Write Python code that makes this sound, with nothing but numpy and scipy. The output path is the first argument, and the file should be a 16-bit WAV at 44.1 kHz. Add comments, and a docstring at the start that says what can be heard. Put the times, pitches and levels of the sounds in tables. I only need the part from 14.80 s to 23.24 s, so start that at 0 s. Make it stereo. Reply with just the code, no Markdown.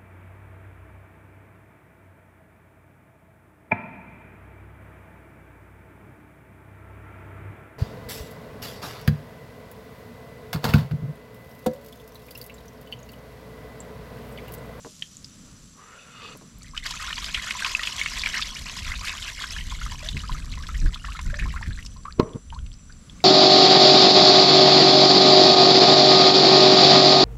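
"""Foam fizzes softly in a pot of rinsed rice, while garden insects trill and a breeze bumps the microphone.
The pot taps a plastic board, and a soft breathy rush swells and ends in faint clicks and puffs.
Water sloshes from the tilted pot, splatters on the board, thins to a trickle and plinks into a basin:
each plink is a trapped air bubble ringing. Then the pot is set down with a knock and rings briefly."""
import sys
import numpy as np
from scipy import signal
from scipy.fft import rfft, irfft, next_fast_len
from scipy.io import wavfile
from scipy.ndimage import uniform_filter1d, map_coordinates

SR = 44100
rng = np.random.default_rng(int(sys.argv[2]) if len(sys.argv) > 2 else 0)


def int16_out(signal):
    """Quantize to a 16-bit WAV file."""
    q = np.round(np.clip(np.atleast_2d(signal).T, -1, 1) * 32767)
    wavfile.write(sys.argv[1], SR, q.astype(np.int16))


N = 372204

# water running over the rim: time_s, flow (1 = a full pour)
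WATER_FLOW = [(1.8, .04), (2.02, .11), (2.055, .75), (2.16, .55), (2.5, .62), (2.85, 0.99), (3.55, .92),
              (3.78, .45), (4.05, .6), (4.21, .5), (4.27, 1.2), (4.34, .5), (4.5, .66), (4.85, .38),
              (5.35, .28), (5.65, .15), (6.65, .14), (6.95, .08), (7.15, 0.04)]
# how alike left and right sound: pitch_hz, likeness (1 = the same)
EAR_LIKENESS = [(100, 1), (300, 0.9), (2000, 0.53), (4500, 0.88), (8000, 0.63), (13000, 0.72)]


def amp(db):
    """Turn decibels into a gain."""
    return 10 ** (np.asarray(db) / 20)


def unit(x):
    """Scale a signal to an average (rms) size of 1."""
    return x / np.sqrt(np.mean(x ** 2) + 1e-20)


def along(points, hz):
    """Read between (pitch_hz, value) points, on a log scale of pitch."""
    pitches, values = np.transpose(points)
    return np.interp(np.log(hz + 1), np.log(pitches + 1), values)


def curves(rows):
    """One value per sample for each column after the time."""
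    times, *columns = np.transpose(rows)
    return [np.interp(np.arange(N) / SR, times, column) for column in columns]


def during(rows):
    """1 from a table's first time to its last, with soft ends."""
    t = np.arange(N) / SR
    return uniform_filter1d(1. * ((t >= rows[0][0]) & (t <= rows[-1][0])), size=1500)


def wobble(rate, size=N):
    """A smooth curve through `rate` random points a second."""
    points = rng.standard_normal(int(size * rate / SR) + 4)
    return unit(map_coordinates(points, [np.arange(size) * rate / SR]))


def filtered(x, response):
    """Scale each frequency in x by response(hz)."""
    size = next_fast_len(N + SR // 2)
    return irfft(rfft(x, size) * response(np.fft.rfftfreq(size, 1 / SR)), size)[..., :N]


def coloured(x, spectrum):
    """Shape the tone by (pitch_hz, level_db) points, keeping sudden starts sharp."""
    size = 4096
    gain = amp(along(spectrum, np.fft.rfftfreq(size, 1 / SR)))
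    cepstrum = irfft(np.log(np.maximum(gain, 1e-6)))
    # folding makes the filter ring only after a sound, never before it
    cepstrum[1:size // 2] *= 2
    cepstrum[size // 2 + 1:] = 0
    impulse = irfft(np.exp(rfft(cepstrum)))
    return signal.fftconvolve(np.atleast_2d(x), impulse[None], axes=1)[:, :N]


def resonate(x, hz, width_hz, db):
    """Let x ring in one narrow band of pitch."""
    return filtered(x, lambda f: amp(db) * 1j * f * width_hz / (hz * hz - f * f + 1j * f * width_hz))


def stereo(pair, likeness):
    """Blend two unrelated signals into left and right, as alike as the table says."""
    turn = lambda hz: np.arccos(np.clip(along(likeness, hz), -1, 1)) / 2
    mid, side = filtered(pair, lambda hz: np.array([np.cos(turn(hz)), np.sin(turn(hz))]))
    return np.array([mid + side, mid - side])


def noise(likeness=EAR_LIKENESS):
    """White stereo noise."""
    return stereo(rng.standard_normal((2, N)), likeness)


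def pan(db):
    """Two gains that make the left side db louder than the right."""
    return amp(np.array([[.5], [-.5]]) * db)


def add(track, start_s, sound):
    """Mix a sound into a track."""
    start = int(np.clip(round(start_s * SR), 0, N - 1))
    track[..., start:start + sound.shape[-1]] += sound[..., :N - start]


def chance_times(rate):
    """Sample numbers of random events, about `rate` a second."""
    return np.flatnonzero(rng.random(N) < rate / SR)


def scatter(starts, grains, spread):
    """Mix many tiny sounds, each from its own direction."""
    where = (starts[:, None] + np.arange(grains.shape[1])).ravel()
    lean = spread * rng.standard_normal((len(starts), 1))
    return np.array([np.bincount(where, (grains * (1 + side * lean)).ravel(), N)[:N]
                     for side in (1, -1)])


def foam():
    """Starchy foam fizzes away: a flickering hiss that fades."""
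    # loudness of the fizz: time_s, level_db
    fade = [(0.0, -53), (0.13, -50.5), (0.428, -55.5), (0.762, -58), (1.2, -58.5), (1.6, -59), (2.0, -72)]
    # tone of the fizz: pitch_hz, level_db
    fizz_tone = [(880, -53), (1500, -31), (2810, -13), (6430, -7), (7080, -7), (8180, -15), (12300, -21),
                 (15000, -46)]
    fizz = unit(coloured(noise() * amp(2.5 * wobble(500)), fizz_tone))
    return during(fade) * amp(curves(fade)[0]) * fizz


def insects(swell_db=1.5):
    """A far chorus trills in the grass; nearer insects repeat falling chirps."""
    # far trills: pitch_hz, width_hz, level_db
    chorus = [(5880, 16, -64), (5990, 32, -65.5), (7420, 170, -63), (9670, 350, -70)]
    # near insects: pitch_hz, fall_hz, level_db, chirps_per_s, offset_s, length_s, roughness (0-1)
    chirpers = [(7840, 150, -68, 15.9, 0.018, 0.035, .4), (7370, 90, -70, 15.6, 0.027, 0.025, .3),
                (6400, 29, -76, 1.607, .91, 0.09, 0.95)]
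    out, t = np.zeros((2, N)), np.arange(N) / SR
    for hz, width_hz, db in chorus:
        trill = filtered(noise(), lambda f: 1 / (1 + ((f - hz) / width_hz) ** 2))
        out += amp(db) * unit(trill * amp(swell_db * wobble(14)))
    for hz, fall_hz, db, rate, offset_s, length_s, roughness in chirpers:
        beat = (t - offset_s + 0.0044 * wobble(3.3)) * rate
        progress = np.clip((beat - np.round(beat)) / rate / length_s, -.5, .5)  # 0 in mid-chirp
        phase = 2 * np.pi * np.cumsum(hz - fall_hz * progress + 12 * wobble(4.3)) / SR
        rasp = wobble(300) * np.sin(phase) + wobble(330) * np.cos(phase)
        tone = (1 - roughness) * np.sin(phase) + roughness * rasp
        out += amp(db) * unit(tone * np.cos(np.pi * progress) * amp(swell_db * wobble(3.1)))
    return out


def breeze():
    """Outdoor air hisses and gusts bump the microphone; hard gusts reach higher in pitch."""
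    # wind on the microphone: time_s, level_db
    wind = [(0, -72), (.75, -53), (1.55, -78), (1.8, -48.5), (2.2, -41), (3.0, -48), (3.45, -37),
            (3.75, -42), (4.1, -35), (4.6, -46.5), (4.8, -30.5), (5.4, -31), (5.9, -31), (6.3, -35.5),
            (6.7, -28), (7.2, -40.5), (7.65, -47), (7.8, -28.5), (8.1, -47)]
    # sudden gusts: middle_s, length_s, boost_db
    gusts = [(5.36, 0.056, 10.5), (5.529, 0.062, 7), (6.059, 0.1, 13), (6.484, 0.087, 9.5),
             (6.64, 0.083, 7.5), (6.89, 0.063, 10)]
    # how alike the wind is left and right: pitch_hz, likeness (1 = the same)
    likeness = [(30, 0.99), (120, 0.74), (400, 0.25)]
    # tone of the wind's rumble: pitch_hz, level_db
    rumble_tone = [(12, -37), (20, -1.5), (39, 2.5), (66, -2), (151, -17.5), (245, -33), (312, -57),
                   (500, -51.5), (650, -64), (1100, -120)]
    # tone of the outdoor air: pitch_hz, level_db
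    air_tone = [(15, -20), (25, -10.5), (90, -4.5), (160, -0.5), (246, -3.5), (349, -18.5), (560, -20),
                (850, -28), (1140, -19.5), (2120, -25.5), (5430, -26), (5800, -37), (6550, -27),
                (7700, -31), (8200, -30), (9810, -38), (11000, -41), (15500, -52)]
    # tone of the flutter in hard gusts: pitch_hz, level_db
    flutter_tone = [(60, -10.5), (150, 13.0), (420, -10), (750, -33.5), (3000, -61)]
    t = np.arange(N) / SR
    gust_db = sum(db * np.exp(-(2 * (t - middle_s) / length_s) ** 2) for middle_s, length_s, db in gusts)
    strength = amp(curves(wind)[0] + gust_db)
    rumble = strength * unit(coloured(noise(likeness) * amp(2.33 * wobble(12)), rumble_tone))
    flutter = unit(coloured(noise(likeness) * amp(0.61 * wobble(27)), flutter_tone))
    flutter *= amp(-11) * strength ** 2 / strength.max()
    air = amp(-50 + 2.2 * wobble(2.7)) * unit(coloured(noise(), air_tone))
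    return air + (rumble + flutter) * pan(-3)


def knocks_and_clicks(rattle_db=-9, rattle_fade_s=0.1, crack_db=-15.5, hard_pulse_s=0.00056):
    """Pot knocks and faint clicks: each is a pulse, a ring, a rattle and, if sharp, a crack."""
    # the three rows near 1.6 s are faint clicks and puffs as the breathy rush ends;
    # the rest are the pot knocking on the board: time_s, level_db, pulse_s, ring_db
    pulses = [(.048, -30, 0.00017, -6), (.056, -36, 0.0003, -8), (.067, -35, 0.00025, -8),
              (1.552, -36, 0.00039, -7), (1.612, -41, 0.00018, -6), (1.621, -42, 0.00025, -7),
              (7.3965, -14.5, 0.00058, -26), (7.399, -1.5, 0.00063, -13), (7.4319, -18, 0.00097, -30),
              (7.551, -27, 0.0016, -32), (7.5591, -20.5, 0.00096, -34)]
    # notes the pot rings with: pitch_hz, level_db, fade_s (time to fall 60 dB)
    pot_notes = [(236, 7, 0.05), (333, 9, 0.046), (415, -20, 0.2), (616, 2.5, 0.14), (926, -1, 0.072),
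                 (1012, 8.5, 0.045), (1073, 2.5, 0.11), (1270, 0, 0.026), (4130, -6, 0.027)]
    # the base grinding until the pot stands still: time_s, level_db
    settling = [(7.375, -53), (7.388, -30.5), (7.398, -36), (7.408, -39), (7.422, -52), (7.45, -42),
                (7.475, -37), (7.5, -39.5), (7.54, -45), (7.56, -37), (7.585, -48)]
    # tone of the rattling and grinding: pitch_hz, level_db
    rattle_tone = [(50, -23), (110, -1), (300, 1.5), (470, 8), (560, -9.5), (615, 0), (720, -16),
                   (850, -13), (1090, -5), (1400, -18.5), (3000, -33), (9000, -80)]
    out, rattle = np.zeros(N), during(settling) * amp(curves(settling)[0])
    lead_s = .008  # room for the push to build up
    t = np.arange(SR // 2) / SR - lead_s
    after = np.maximum(t, 0)
    for time_s, db, pulse_s, ring_db in pulses:
        push = -t / pulse_s * np.exp((1 - (t / pulse_s) ** 2) / 2)
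        hardness = min(1, hard_pulse_s / pulse_s) ** 2
        burst = rng.standard_normal(len(t)) * (t > -.002)
        dulled = uniform_filter1d(uniform_filter1d(burst, size=5), size=4)
        crack = hardness * dulled * amp(crack_db - 60 * t / 0.031)
        ring = sum(amp(level + rng.normal(0, 0.4) - 60 * after / fade_s) * np.sin(2 * np.pi * hz * after)
                   for hz, level, fade_s in pot_notes)
        add(out, time_s - lead_s, amp(db) * (push + crack + amp(ring_db - 12) * ring))
        add(rattle, time_s, amp(db + ring_db + rattle_db - 60 * after / rattle_fade_s))
    return out + rattle * unit(coloured(rng.standard_normal(N), rattle_tone))


def bubble(t, hz, fade_s, rise, attack_s=0.00009):
    """An air bubble rings, falling 60 dB in fade_s; its pitch climbs as it nears the surface."""
    tone = np.sin(2 * np.pi * hz * (t + rise * t * t / 2))
    return tone * amp(-60 * t / fade_s) * (1 - np.exp(-t / attack_s))


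def spatter(t, hz, fade_s, attack_s=0.00055):
    """A burst of fine spray: hiss around one pitch, with no bass."""
    f = np.fft.rfftfreq(len(t), 1 / SR)
    hiss = rng.standard_normal(len(t)) + 0.2 * rng.standard_normal((2, len(t)))
    band = (1 + (2 * (f / hz - hz / (f + 1))) ** 2) ** -.7
    bass_cut = 1 + (900 / (f + 1)) ** 8
    treble_cut = 1 + (f / max(8500, hz)) ** 4
    spray = unit(irfft(rfft(hiss) * band / bass_cut / treble_cut, len(t)))
    return spray * amp(-60 * t / fade_s) * (1 - np.exp(-t / attack_s))


def splats(cycles=48, spray_fade_s=0.027):
    """Water slaps something hard: one short, loud bubble and a burst of spray. One row instead gives a short
    puff within the breathy rush."""
    # slaps of water: start_s, level_db, pitch_hz, spray_db; the row at 1.419 s is not water but a short puff
    # within the breathy rush
    slaps = [(0.223, -13, 3100, -10), (0.369, -25, 7000, -23), (0.445, -23.5, 5000, -11),
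             (1.419, -30, 2620, 10), (1.572, -36, 11300, -8), (1.785, -40, 12700, -8),
             (1.831, -29.5, 7050, -1), (1.946, -28, 1190, 1), (1.966, -25, 2500, -2),
             (1.976, -12, 3000, -4), (2.061, -16.5, 1800, -2), (2.064, -15, 4670, -7),
             (2.11, -19.5, 5500, 6), (2.306, -16, 1760, -3), (2.328, -15.5, 2900, -4),
             (2.381, -16, 2270, 3), (2.443, -13.5, 3140, -4), (2.545, -8.5, 2940, -1),
             (2.708, -10.5, 2500, 0), (2.823, -13.5, 1565, -14), (2.846, -6.5, 2440, 7),
             (2.862, -10, 2770, -8), (2.95, -4.5, 2560, -40), (2.994, -16.5, 1860, -13),
             (3.033, -12, 2775, 11), (3.072, -7.5, 2470, 3), (3.214, -8.5, 2180, -15),
             (3.26, -8.5, 2160, -3), (3.395, -15, 4680, -9), (3.436, -10, 2310, -9), (3.46, -7.5, 2260, -9),
             (3.47, -11.5, 2020, 2), (3.418, -17, 3930, -4), (3.542, -11, 1950, -10),
             (3.572, -14.5, 2100, -8), (3.623, -12.5, 3590, -12), (3.751, -21, 5130, -10),
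             (3.767, -20.5, 2840, -16), (3.896, -19.5, 2600, -5), (3.988, -21, 2840, 4),
             (4.136, -25, 1140, 9), (4.118, -15, 2030, -8), (4.272, -14, 2170, 6),
             (4.427, -16.5, 3550, -9.5), (4.64, -15.5, 1540, 3), (4.707, -18, 5170, -8),
             (4.764, -19, 1683, -4), (5.288, -11, 3510, -9), (5.369, -21, 2700, -10),
             (5.487, -25.5, 4930, -11), (5.721, -24, 4000, -7), (5.737, -24, 2600, -7),
             (5.827, -27, 3400, -3), (5.868, -21.5, 3630, 4), (6.001, -27, 5800, -10),
             (6.144, -16.5, 3470, -5), (6.391, -21.5, 2030, 1), (6.414, -26, 7200, -5),
             (6.542, -16.5, 1730, -5), (7.062, -21.5, 5100, -4), (7.254, -24, 1133, -12),
             (7.534, -35, 3330, -13), (7.747, -31.5, 4230, -12), (7.863, -34, 2750, -1),
             (7.94, -33, 5130, -17), (8.124, -33, 4670, -15), (8.297, -29, 3360, -16),
             (8.403, -32.5, 2260, -5)]
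    out, t = np.zeros((2, N)), np.arange(SR // 10) / SR
    for start_s, db, hz, spray_db in slaps:
        ring = bubble(t, hz, cycles / hz, rise=5.3, attack_s=0.59 / hz)
        slap = ring + amp(spray_db) * spatter(t, hz, spray_fade_s)
        add(out, start_s, amp(db - 4) * slap / np.abs(slap).max())
    return out


def breathy_rush(drift_db=1.5, dull_hz=5600):
    """A soft breathy rush with a shifting, vowel-like tone that brightens as it swells."""
    # course of the rush: time_s, level_db, treble_share_db, low_pitch_ratio
    swell = [(0.88, -81, -6, 0.93), (.96, -57, -18, 0.91), (1.03, -51, -12, 0.95), (1.12, -48.5, -11, 1.05),
             (1.2, -50.5, -3.5, 1.13), (1.3, -51, -5.5, 1.1), (1.38, -46.5, -2.5, 1.03),
             (1.45, -41, -2.6, 0.92), (1.53, -45.5, -1.8, 1.03), (1.6, -73, -13, 1)]
    # low vowel-like bands: pitch_hz, width_hz, level_db
    low_bands = [(457, 90, 2), (970, 120, -5.5), (1240, 120, 6), (1740, 82, -4), (2030, 170, -5)]
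    # high vowel-like bands: pitch_hz, width_hz, level_db
    high_bands = [(2560, 45, 3.5), (2840, 75, 3), (3540, 220, -4), (3870, 90, -13), (4500, 280, -8.5)]
    db, treble_db, pitch_ratio = curves(swell)
    flicker = amp(1.2 * wobble(230) + 1.6 * wobble(29.95))
    treble = np.clip(amp(treble_db), 0, .9)
    hiss = lambda: rng.standard_normal(N) * flicker * amp(drift_db * wobble(9.37))
    vowel = lambda bands: unit(sum(resonate(hiss(), *band) for band in bands))
    low = map_coordinates(vowel(low_bands), [np.cumsum(pitch_ratio)], order=1)  # bends the pitch
    rush = np.sqrt(1 - treble ** 2) * low + treble * vowel(high_bands)
    return during(swell) * amp(db) * filtered(rush, lambda f: 1 / (1 + (f / dull_hz) ** 6))


def stream(bubble_rate=3000, tick_rate=2800, cycles=24, slosh_hz=2.6, slosh_db=0.75):
    """Lumps of water burst on the board into bubbles and spray, fewer and softer as the flow thins."""
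    # tone of the splash: pitch_hz, level_db
    splash_tone = [(240, -36.5), (400, -1.5), (520, -18), (690, -8.5), (830, -16), (974, -2.5), (1360, -7),
                   (2000, 0), (2560, -0.5), (2940, 1), (4200, -1), (7000, -5), (9000, -16), (15600, -61)]
    # tone of the fine spray: pitch_hz, level_db
    spray_tone = [(700, -76), (2500, -12.5), (4000, 4), (5000, -0.5), (6300, -2), (7600, -2.5), (8200, -7),
                  (10000, -10), (12300, -13.5), (15600, -38)]
    flow = np.clip(curves(WATER_FLOW)[0], .01, 1.5)
    lumps = amp(3.5 * (1.18 - .45 * flow) * unit(wobble(45) + .8 * wobble(170)))

    starts = chance_times(bubble_rate * flow * during(WATER_FLOW) * unit(lumps))
    hz = rng.uniform(np.sqrt(480), np.sqrt(8500), (len(starts), 1)) ** 2
    gain = (hz / 1000) ** 0.33 * amp(5 * np.clip(rng.standard_normal(hz.shape), -3, 1.7))
    fade_s = np.minimum(cycles / hz * rng.lognormal(0, 0.81, hz.shape), .02)
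    rings = bubble(np.arange(700) / SR, hz, fade_s, rise=22, attack_s=.8 / hz)
    bubbles = scatter(starts, gain * rings, spread=.2)

    hits = rng.random(N) < tick_rate * flow * unit(lumps) / SR
    strength = hits * amp(5 * np.clip(rng.standard_normal(N), -2, 1.5))
    ticks = np.sqrt(np.abs(uniform_filter1d(strength ** 2, size=30))) * rng.standard_normal((2, N))
    mist = amp(-7) * unit(noise() * flow)
    spray = (unit(stereo(ticks, EAR_LIKENESS)) + mist) * amp(3.5 * wobble(140))
    patter = amp(-15) * unit(coloured(spray, splash_tone))
    splash = unit(coloured(bubbles * np.sqrt(lumps), splash_tone)) + patter

    # even out slow swells, so that the flow sets the loudness
    steady = lambda x: x / np.sqrt(np.abs(uniform_filter1d(np.mean(x ** 2, 0), size=7000)) + 1e-4)
    body = amp(-34.5 + 17 * np.log10(flow)) * steady(splash)
    treble = amp(-40 + 14 * np.log10(flow)) * steady(unit(coloured(spray, spray_tone)))
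    slosh = np.cos(2 * np.pi * slosh_hz * (np.arange(N) / SR - 2.04))  # water rocks in the tilted pot
    waver_db = 0.22 * wobble(19)  # the stream wavers on the rim
    return during(WATER_FLOW) * amp(slosh_db * slosh + waver_db) * (body + treble)


def plip(t, hz, life_s, climb, tail_db, cycles=18, quiver_db=5.5, fade_db=14):
    """A drop's bubble rings, then its quivering tail sweeps up in pitch and ends at the surface."""
    progress = np.minimum(t / life_s, 1)
    phase = 2 * np.pi * hz * np.cumsum(1 + climb * progress ** 3, axis=-1) / SR
    ring = amp(-60 * t * hz / cycles) * (1 - np.exp(-t * hz / 1.5))
    quiver = wobble(223, size=progress.size).reshape(progress.shape)
    tail = np.sqrt(np.abs(np.sin(np.pi * progress))) * amp(quiver_db * quiver - fade_db * progress)
    return np.sin(phase) * (amp(2) * ring + amp(tail_db) * tail)


def trickle(lowest_hz=950, highest_hz=3600):
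    """Water runs off into the puddle and basin, where bubbles plip in uneven clusters."""
    # bubbling of the run-off: time_s, bubbles_per_s, level_db
    bubbling = [(1.8, 53, -44), (2.0, 43.3, -24.5), (2.15, 79, -23), (3.4, 99, -33), (3.8, 56.5, -39.5),
                (4.3, 58.4, -24), (5.7, 48, -37), (6.7, 48.8, -28.5), (7.05, 10.3, -35)]
    rate, db = curves(bubbling)
    clusters = amp(4 * wobble(22))
    starts = chance_times(rate * during(bubbling) * clusters / clusters.mean())
    smallness, steepness = rng.random((len(starts), 2)).T[:, :, None]
    depth, loudness = np.clip(rng.standard_normal((len(starts), 2)), -2, 1.5).T[:, :, None]
    hz = lowest_hz * (highest_hz / lowest_hz) ** smallness
    life_s = 0.02 * np.exp(0.3 * depth)
    plips = plip(np.arange(SR // 16) / SR, hz, life_s, climb=.25 + steepness, tail_db=-11, cycles=13)
    return scatter(starts, amp(db[starts, None] - 4.5 + 4 * loudness) * plips, spread=0.071)


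def droplets(per_s=15, middle_hz=3500, cycles=22, level_db=-42):
    """Once the pour begins, stray droplets keep ticking off the board and the pot."""
    starts = chance_times(per_s * (np.arange(N) / SR > WATER_FLOW[0][0]))
    pitch, loudness = np.clip(rng.standard_normal((len(starts), 2)), -2, 2).T[:, :, None]
    hz = middle_hz * np.exp(0.27 * pitch)
    ticks = bubble(np.arange(SR // 30) / SR, hz, cycles / hz, rise=10)
    return scatter(starts, amp(level_db + 8.5 * loudness) * ticks, spread=0.27)


def drips(spray_db=-14, spray_fade_s=0.096):
    """Single drops plop into the water with a little spray, and their bubbles rise."""
    # drops that trap a bubble: start_s, level_db, pitch_hz, life_s, climb (share of the pitch)
    drops = [(2.108, -28, 966, .019, .4), (2.671, -22.5, 1392, 0.03, .4), (2.751, -24, 1004, .036, 0.81),
             (4.352, -27, 1190, 0.019, 0.64), (4.922, -26, 1013, 0.016, 0.2),
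             (5.015, -23.5, 1350, .012, 0.47), (5.063, -22.5, 1230, 0.023, 0.37),
             (5.119, -30, 1025, 0.027, 0.47), (5.228, -31, 606, 0.085, 0.68),
             (5.367, -19.5, 2050, 0.0086, 0.57), (5.436, -26, 1238, 0.037, 1.6),
             (5.494, -22, 1013, 0.041, 2.3), (5.547, -27, 1255, .036, 0.73), (5.703, -41, 1101, .024, 1.2),
             (5.775, -32, 1032, 0.052, 0.57), (5.835, -29.5, 1610, .022, 1.5),
             (5.889, -22.5, 1300, .023, .2), (5.944, -25, 1740, .02, 0.84), (6.016, -34, 1750, .018, 1.2),
             (6.061, -23, 1610, .016, 0.89), (6.159, -28.5, 1250, 0.017, 0.45),
             (6.245, -21.5, 1240, 0.0061, .5), (6.282, -26.5, 1113, 0.054, 1.4),
             (6.321, -26, 2630, 0.012, .6), (6.35, -25, 1290, 0.033, 1.6), (6.391, -24, 1025, 0.019, 1.7),
             (6.449, -44.5, 1880, .022, 1), (6.5, -28, 1560, .016, .4), (6.528, -33.5, 581, 0.087, .2),
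             (6.544, -33, 1430, 0.038, .5), (6.59, -19, 1750, .013, .4), (6.596, -19, 2480, 0.012, 0.17),
             (6.622, -21.5, 1727, 0.033, 1.06), (6.657, -26, 1030, 0.037, .6),
             (6.686, -36, 2400, 0.018, 0.43), (6.726, -32, 1830, 0.019, 0.82),
             (6.761, -20, 1336, 0.03, 2.1), (6.811, -29.5, 894, 0.038, 1.6), (6.827, -22, 1853, 0.01, .3),
             (6.861, -26, 1780, 0.013, .2), (6.907, -28.5, 1604, .018, 0.17),
             (6.975, -32, 1630, 0.017, 0.27), (6.989, -25.5, 1940, 0.016, .1),
             (7.163, -38, 1040, 0.055, 0.19), (7.252, -25.5, 1127, 0.065, .7), (7.725, -28, 910, .07, 0.78),
             (8.095, -36, 1445, 0.016, 0.35)]
    out, t = np.zeros((2, N)), np.arange(SR // 6) / SR
    for start_s, db, hz, life_s, climb in drops:
        plop = plip(t, hz, life_s, climb, tail_db=-10)
        spray = amp(spray_db) * spatter(t, hz, spray_fade_s)
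        add(out, start_s, amp(db - 1.5) * (plop + spray))
    return out


def gurgles(count=20, cycles=26):
    """Each gulp of water plunges into the puddle and churns up a crowd of rising bubbles."""
    # gulps: start_s, length_s, bubble_level_db, middle_pitch_hz
    gulps = [(2.192, 0.076, -31, 2270), (2.373, 0.065, -35, 2300), (2.549, 0.053, -25, 2420),
             (2.843, .03, -27.5, 1340), (3.398, 0.027, -25, 4040), (3.451, 0.034, -28, 2160),
             (3.533, 0.063, -22, 1920), (3.616, 0.018, -20, 3370), (3.643, .05, -31, 2800),
             (4.065, 0.075, -29, 1822), (4.241, 0.074, -28, 2400), (4.453, 0.052, -30, 2400)]
    out, t = np.zeros((2, N)), np.arange(SR // 30) / SR
    for start_s, length_s, db, middle_hz in gulps:
        starts = (SR * (start_s + length_s * (np.arange(count) + rng.random(count)) / count)).astype(int)
        pitch, loudness = np.clip(rng.standard_normal((count, 2)), -2, 2).T[:, :, None]
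        hz = middle_hz * np.exp(0.241 * pitch)
        bubbles = bubble(t, hz, cycles / hz, rise=18, attack_s=1 / hz)
        out += scatter(starts, amp(db + 3 * loudness) * bubbles, spread=0.14)
    return out


def garden_echo(x, fade_s=0.14):
    """Sound bounces off the pot, basin and ground as a short echo."""
    t = np.arange(SR // 5) / SR
    tail = rng.standard_normal((2, len(t))) * amp(-60 * t / fade_s) * (t > .002)
    return signal.fftconvolve(x, tail / np.linalg.norm(tail[0]), axes=1)[:, :N]


def scene():
    """Water and pot close by, the garden around them."""
    drops = splats() + gurgles() + drips() + trickle() + droplets()
    pour = stream()
    echo = garden_echo(amp(-12) * drops + amp(-6) * pour)
    close_by = (pour + drops + echo + foam() + breathy_rush()) * pan(1.2)
    return close_by + knocks_and_clicks() + insects() + breeze()


def record(dry, top_hz=15800):
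    """Sound reaches the microphone's right side slightly first; nothing above top_hz is kept."""
    # how far the left side lags: pitch_hz, lag_radians
    left_lag = [(100, 0.1), (500, 0.4), (2000, 0.4), (3200, 0.69), (6500, 0.31), (12000, 0)]
    return filtered(dry, lambda hz: (hz < top_hz) * np.exp(np.outer([-.5, .5], 1j * along(left_lag, hz))))


dry = scene()
out = record(dry)
int16_out(out)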